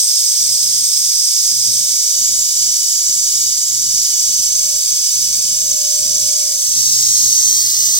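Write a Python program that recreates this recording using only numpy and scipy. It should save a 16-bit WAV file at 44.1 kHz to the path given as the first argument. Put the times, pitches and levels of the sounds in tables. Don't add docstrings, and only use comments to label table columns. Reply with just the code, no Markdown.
import sys
import numpy as np
from scipy import signal
from scipy.fft import rfft, irfft, next_fast_len
from scipy.io import wavfile
from scipy.ndimage import uniform_filter1d

SR = 44100
rng = np.random.default_rng(int(sys.argv[2]) if len(sys.argv) > 2 else 0)


def generate_wav(sig):
    pcm = np.round(np.clip(np.atleast_2d(sig).T, -1, 1) * 32767).astype(np.int16)
    wavfile.write(sys.argv[1], SR, pcm)


N = 352359
TIME = np.arange(N) / SR
FRAME, HOP = 1024, 256
BIN_HZ = np.fft.rfftfreq(FRAME, 1 / SR)
FRAME_S = np.arange(N // HOP + 2) * HOP / SR


def gain_of(db):
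    return 10 ** (np.asarray(db) / 20)


def unit_rms(x):
    return x / np.sqrt(np.mean(x ** 2) + 1e-20)


def follow(rows, t):
    time_s, *columns = np.transpose(rows)
    return [np.interp(t, time_s, column) for column in columns]


def spectrum(rows):
    hz, *columns = np.transpose(rows)
    return [np.interp(np.log(BIN_HZ + 1), np.log(hz), column) for column in columns]


def to_frames(sound):
    return signal.stft(sound, nperseg=FRAME, noverlap=FRAME - HOP)[2].swapaxes(-1, -2)


def to_sound(frames):
    return signal.istft(frames.swapaxes(-1, -2), nperseg=FRAME, noverlap=FRAME - HOP)[1][..., :N]


def wander(low_hz, high_hz):
    size = next_fast_len(N)
    hz = np.fft.rfftfreq(size, 1 / SR)
    shape = hz / (hz + low_hz) / np.sqrt(1 + (hz / high_hz) ** 2) / (1 + (hz / high_hz / 10) ** 2)
    return unit_rms(irfft(rfft(rng.standard_normal(size)) * shape, size)[:N])


def at_place(values, place):
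    return np.float32(np.interp(place, np.arange(len(values)), values))[:, None]


def by_distance(spectra, place):
    return sum(at_place(share, place - 2) * curve for share, curve in zip(np.eye(3), spectra))


def room_air(far_db=-51, close_db=-43, draught_from_s=6.13, draught_full_s=7.87,
             swell_db=1.0, patchy_db=2.5, rumble_db=4):
    # frequency_hz, relative_db
    air_colour = [(20, -22), (40, -25), (70, -12), (110, 11.5), (170, -3.5), (280, -3.5), (420, -3.5),
                  (650, -1.5), (900, -7), (1200, 2), (1550, -14), (2100, 5.5), (3000, -33), (6000, -40)]
    # frequency_hz, correlation
    air_likeness = [(30, 0.5), (80, 0.61), (150, 0.9), (400, 0.84), (800, 0.6), (1300, -0.61),
                    (2000, -0.14)]
    left, unrelated = to_frames(rng.standard_normal((2, N)))
    likeness = spectrum(air_likeness)[0]
    right = likeness * left + np.sqrt(1 - likeness ** 2) * unrelated
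    patches = uniform_filter1d(rng.standard_normal(left.shape), size=16, axis=0)
    patches = unit_rms(uniform_filter1d(patches, size=8, axis=1))
    bass_lumps = np.interp(FRAME_S, TIME, wander(1, 5.6))[:, None] / (1 + (BIN_HZ / 130) ** 2)
    colour = gain_of(spectrum(air_colour)[0] + patchy_db * patches + rumble_db * bass_lumps)
    low_cut = signal.butter(2, 35, "high", fs=SR, output="sos")
    noise = signal.sosfilt(low_cut, to_sound(np.array([left, right]) * colour))
    level_db = np.interp(TIME, [draught_from_s, draught_full_s], [far_db, close_db])
    return unit_rms(noise) * gain_of(level_db + swell_db * wander(1, 24)) * gain_of([[-.5], [.5]])


def machine_whine(pitch_hz=596.6, waver_hz=0.54, trim_db=0.5, overtone_swing_db=5.5):
    # time_s, level_db
    swell = [(0.0, -54.5), (0.6, -51), (1.09, -65), (1.16, -58), (1.53, -66), (1.74, -51), (3.87, -66.5),
             (4.74, -46.5), (4.96, -62), (5.83, -44), (6.48, -45.5), (7.12, -70), (7.41, -55), (7.56, -72),
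             (7.9, -56), (7.99, -73)]
    # harmonic_number, level_db
    overtones = [(2, -70.5), (3, -65)]
    phase = 2 * np.pi * np.cumsum(pitch_hz + waver_hz * wander(0.32, 1.6)) / SR
    phase = phase + np.array([[-.3], [.3]])
    tone = gain_of(follow(swell, TIME)[0] + trim_db) * np.sin(phase)
    for harmonic, level_db in overtones:
        tone += gain_of(level_db + overtone_swing_db * wander(0.5, 6.4)) * np.sin(harmonic * phase)
    return np.sqrt(2) * tone * gain_of([[-.5], [.5]])


def flame_size(ember_db=-65, rise_s=0.029, fall_s=0.03, growth_db=0.5):
    # start_s, length_s, relative_db
    flares = [(0.4, 0.17, -47), (0.615, 0.22, -47), (0.87, 0.034, -48), (0.953, 0.16, -51),
              (1.52, 0.33, -43.5), (1.896, 0.072, -48), (2.186, 0.049, -47), (2.29, 0.16, -47.5),
              (2.573, 0.16, -47.5), (3.074, 0.056, -48), (3.153, 0.077, -50), (3.325, 0.26, -49.5),
              (3.685, 0.35, -46), (4.228, 0.46, -49), (4.73, 0.055, -47), (4.866, 0.084, -50),
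              (5.143, 0.61, -46.5), (5.812, 0.038, -51), (5.995, 0.33, -44), (6.528, 0.05, -54),
              (6.643, 0.068, -46), (6.74, 0.59, -43), (7.453, 0.23, -50), (7.774, 0.21, -53.5)]
    size = np.full(N, gain_of(ember_db))
    for start_s, length_s, relative_db in flares:
        age_s = TIME - start_s
        gate = np.clip(np.minimum(age_s / rise_s, (length_s - age_s) / fall_s) + .5, 0, 1)
        size = np.maximum(size, gate * gain_of(relative_db + growth_db * np.clip(age_s / length_s, 0, 1)))
    return size


def flame_flutter(sweep_hz=120, trim_db=-3, flicker_db=2, full_flame_db=-48,
                  full_octave_db=-53, octave_growth=0.55, octave_flicker_db=3.5, third_db=-17):
    fundamental_db = 20 * np.log10(flame_size()) + trim_db + flicker_db * wander(3.7, 10)
    octave_db = full_octave_db + octave_growth * (fundamental_db - full_flame_db)
    octave_db += octave_flicker_db * wander(2.6, 23)
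    phase = 2 * np.pi * sweep_hz * TIME + 0.092 * wander(1.8, 15)
    phase = phase + 0.046 * wander(1, 5.5) * np.array([[1], [-1]])
    overtones = np.sin(2 * phase) + gain_of(third_db) * np.sin(3 * phase)
    buzz = gain_of(fundamental_db) * np.sin(phase) + gain_of(octave_db) * overtones
    return np.sqrt(2) * buzz * gain_of([[-.7], [.7]])


def workshop_wash(strength, memory_s=0.0099):
    decay = np.exp(-1 / (memory_s * SR))
    power = signal.lfilter([1 - decay], [1, -decay], strength ** 2, zi=[strength[0] ** 2])[0]
    return np.sqrt(power) * rng.standard_normal((2, N))


def faint_echoes(stretch, count=24, delay_range_ms=(1.15, 6)):
    hz = np.linspace(0, SR, 8 * FRAME)
    delay_s = rng.uniform(*delay_range_ms, (2, count, 1)) / 1000
    polarity = rng.choice([-1, 1], (2, count, 1))
    combs = (polarity * np.exp(-2j * np.pi * delay_s * hz)).sum(1) / np.sqrt(count)
    return np.array([np.interp(stretch[:, None] * BIN_HZ, hz, comb) for comb in combs])


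def roaming_spot(stretch, echo_db=-13, tremor=0.003,
                 swing_at_s=6.55, swing_half_s=0.25, swing_depth=0.03, swing_lift_db=5):
    swing = np.exp(-((FRAME_S - swing_at_s) / swing_half_s) ** 2)
    stray = (tremor + swing_depth * swing) * np.interp(FRAME_S, TIME, wander(0.5, 2))
    return gain_of(echo_db + swing_lift_db * swing)[:, None] * faint_echoes(stretch * (1 + stray))


def reflections(place, stretch, around_microphone_ms=1.4):
    # delay_ms, relative_gain at each of the five places
    left_echoes = [(0.776, -0.09, 0.01, 0.03, -0.04, -0.08), (0.872, -0.04, -0.01, -0.11, -0.03, -0.03),
                   (1.032, -0.07, 0.02, -0.1, 0.01, 0.02), (1.224, -0.04, -0.06, 0.04, -0.01, -0.0),
                   (1.264, -0.09, 0.04, 0.02, 0.02, 0.01), (2.2, 0.02, -0.05, -0.07, 0.02, -0.03),
                   (2.664, 0.03, 0.06, 0.14, 0.1, 0.14), (2.712, 0.17, 0.14, 0.21, 0.22, 0.39),
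                   (2.784, -0.05, -0.09, -0.1, -0.1, 0.07), (2.904, -0.05, -0.08, -0.04, -0.0, 0.03),
                   (3.0, 0.04, 0.1, 0.05, 0.02, -0.02), (3.744, -0.08, -0.06, -0.04, 0.01, -0.01),
                   (4.008, 0.07, 0.06, 0.01, 0.01, -0.05)]
    right_echoes = [(0.72, 0.01, -0.07, -0.1, -0.04, 0.07), (0.816, 0.14, -0.01, 0.07, 0.06, 0.02),
                    (1.032, -0.03, 0.04, -0.04, -0.02, 0.01), (1.592, -0.03, 0.03, 0.05, -0.03, 0.01),
                    (1.856, 0.04, -0.02, -0.07, 0.02, 0.0), (2.032, 0.03, -0.05, 0.05, 0.0, -0.01),
                    (2.2, -0.03, -0.07, -0.07, 0.02, 0.01), (2.656, 0.0, 0.04, 0.08, 0.04, 0.07),
                    (2.704, 0.05, 0.04, 0.1, 0.17, 0.32), (2.768, -0.06, -0.11, -0.11, -0.04, 0.11),
                    (2.896, -0.01, -0.08, -0.05, -0.04, 0.03), (2.936, 0.06, -0.04, -0.05, -0.06, -0.01),
                    (2.976, 0.07, 0.01, -0.01, -0.02, -0.03)]
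    combs = np.zeros((2, len(FRAME_S), len(BIN_HZ)), complex)
    for comb, echoes in zip(combs, (left_echoes, right_echoes)):
        for delay_ms, *gains in echoes:
            delay_s = delay_ms / 1000 * (stretch[:, None] if delay_ms > around_microphone_ms else 1)
            comb += at_place(gains, place) * np.exp(-2j * np.pi * BIN_HZ * delay_s)
    return combs


def capsule_lag(place):
    spacing_ms = (.272, .272, .272, .24, .19)
    # frequency_hz, far_rad, halfway_rad, close_rad
    bend = [(2440, -1, -0.2, -0.5), (3850, 0, -1, 0.5), (4830, 0.16, 1.5, 0), (5785, 2.5, -1.5, 0),
            (6180, 0, 1.6, 2.5), (6950, -0.54, -0.14, 1.5), (8280, -3, -1.5, 4), (9310, -4.5, -3, 0.5),
            (11400, -8, -6, -3), (12300, -7, -9.5, -3.6), (15400, -12, -8, -3.5)]
    return 2 * np.pi * BIN_HZ * at_place(spacing_ms, place) / 1000 + by_distance(spectrum(bend), place)


def bell_curve(centre_hz, width_hz):
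    return 1 / (1 + (2 * (BIN_HZ - centre_hz) / width_hz) ** 2)


def hiss_peaks_and_notches(place, waver_db=1.3):
    # centre_hz, width_hz, lift_db at each of the five places
    bands = [(2310, 73, 13, 20, 22, 1, -2), (3020, 80, 4.5, 11.5, 10.5, -2, 19),
             (3060, 97, -4, -9.5, -8, 1, -14), (4700, 410, 0, 3, 3, -1, 1.5), (5010, 150, 11, 9, 7, 0, 0),
             (5320, 150, 6.5, -1, -1, -1.3, 0), (5730, 220, 1, 2, 4.5, 1, -7),
             (5830, 120, -1.5, -1, .5, -.3, -17), (6000, 90, 2, 4, 1, 0, 0), (6290, 70, 2, 3, 4, 0, 0),
             (6560, 80, 6, 0, 0, 0, 0), (6740, 160, .5, 6, 2, -1.6, 3), (7010, 100, 0, 4.5, 5, 0, 0),
             (7130, 120, -12, -1, -3, 0, 0), (7370, 130, 2, 7, 5, -.5, 6), (8250, 150, 6, 2, 6, 0, 0),
             (8550, 400, -2, -3, -4, -1.2, 2)]
    wavers = unit_rms(uniform_filter1d(rng.standard_normal((len(bands), len(FRAME_S), 1)), 30, axis=1))
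    return sum((at_place(lift_db, place) + waver_db * waver) * bell_curve(centre_hz, width_hz)
               for (centre_hz, width_hz, *lift_db), waver in zip(bands, wavers))


def hiss_colour(place, slide_width_hz=480, low_cut_hz=1700):
    # frequency_hz, then far_db, halfway_db, close_db for the left and for the right
    tone = [(2050, -34.0, -28.5, -31.0, -36.5, -28.0, -28.0),
            (2700, -31.0, -29.0, -30.0, -29.5, -30.0, -31.0),
            (3400, -20.0, -22.0, -21.5, -25.0, -23.0, -20.5),
            (4100, -21.0, -16.0, -16.0, -16.5, -16.5, -18.0),
            (4700, -14.0, -11.5, -12.5, -14.5, -13.0, -10.0), (5300, -13.5, -11.0, -13.5, -5.0, -4.5, -8.0),
            (6000, -8.5, -7.0, -6.0, -4.5, -3.5, 0.0), (6600, -9.5, -6.0, -6.5, -6.0, -4.0, -5.0),
            (7300, -11.5, -8.5, -13.5, -11.0, -9.0, -12.5), (8200, -7.0, -9.0, -13.0, -8.0, -9.0, -13.0),
            (9000, -14.0, -15.0, -15.5, -16.0, -17.0, -16.0),
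            (10500, -18.5, -19.5, -20.0, -20.5, -20.5, -22.0),
            (11800, -26.5, -26.5, -27.0, -26.5, -27.5, -27.5),
            (12800, -23.5, -21.5, -26.0, -26.0, -25.5, -25.0),
            (13400, -17.5, -16.5, -17.5, -22.0, -21.0, -16.0),
            (14500, -21.5, -21.0, -18.5, -24.5, -24.5, -18.5),
            (15500, -24.5, -21.5, -20.5, -24.0, -23.0, -21.0)]
    # time_s, centre_hz, lift_db
    slide = [(6.1, 9400, -4), (6.45, 8500, 0), (6.8, 7600, 2), (7.15, 6450, 3.5), (7.6, 5850, 8.5)]
    spectra = spectrum(tone)
    tone_db = np.array([by_distance(spectra[:3], place), by_distance(spectra[3:], place)])
    slide_hz, slide_db = np.array(follow(slide, FRAME_S))[:, :, None]
    peaks_db = hiss_peaks_and_notches(place) + slide_db * bell_curve(slide_hz, slide_width_hz)
    tilt_db = (0.12 + 0.0058 * FRAME_S)[:, None] * np.clip((BIN_HZ - 6000) / 4000, -1, 1.5)
    return gain_of(tone_db + peaks_db + tilt_db) / (1 + (low_cut_hz / (BIN_HZ + 1)) ** 6)


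def vapour_bursts(per_s=26000, spread=0.12):
    blasts = (rng.random(N) < per_s / SR) * np.exp(spread * rng.standard_normal(N))
    return unit_rms(blasts - blasts.mean())


def burning_hiss(flicker_db=0.57, ring=1.8, room_db=-10, treble_blur_db=9):
    # time_s, level_db
    burn = [(0.0, -11), (0.02, -15.5), (3.4, -16.5), (3.71, -17.5), (4.0, -16), (5.87, -17), (6.3, -16),
            (6.52, -18), (6.68, -17), (7.21, -14.5), (7.88, -15.5), (7.99, -14.5)]
    # time_s, place (0-4), stretch (factor on the echo delays)
    microphone_path = [(0.5, 0, 1.021), (1.7, 0, 1.014), (2.3, 1, 1.004), (3.7, 1, 1.002), (4.6, 2, 1.003),
                       (5.5, 2, 1), (6.35, 2, 1), (6.65, 2.4, 0.996), (6.85, 2.7, 0.984), (7, 2.9, 0.967),
                       (7.1, 3, 0.945), (7.3, 3.1, 0.883), (7.5, 3.4, 0.81), (7.6, 3.7, 0.78),
                       (7.7, 4, 0.757), (7.8, 4, 0.749), (7.95, 4, 0.756)]
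    strength = gain_of(follow(burn, TIME)[0] + flicker_db * wander(0.85, 25.6))
    place, stretch = follow(microphone_path, FRAME_S)
    paths = np.exp(ring * reflections(place, stretch) + roaming_spot(stretch))
    paths[1] *= np.exp(-1j * capsule_lag(place))
    colour = hiss_colour(place)
    treble = np.clip(np.log2((BIN_HZ + 1) / 6000), 0, 1)
    room = gain_of(room_db + treble_blur_db * treble) * abs(paths)
    frames = paths * to_frames(strength * vapour_bursts()) + room * to_frames(workshop_wash(strength))
    power = abs((paths * colour).mean(0)) ** 2 + ((room * colour) ** 2).mean(0) / 2
    return to_sound(frames * colour / np.sqrt(power.mean(1, keepdims=True)))


def scene():
    return burning_hiss() + flame_flutter() + machine_whine() + room_air()


def record(dry, ceiling=0.9, edge_hz=15880):
    rounded = dry / (1 + (abs(dry) / ceiling) ** 8) ** (1 / 8)
    low_pass = signal.firwin(1023, edge_hz, window=("kaiser", 9), fs=SR)
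    return signal.oaconvolve(rounded, low_pass[None], "same")


dry = scene()
out = record(dry)
generate_wav(out)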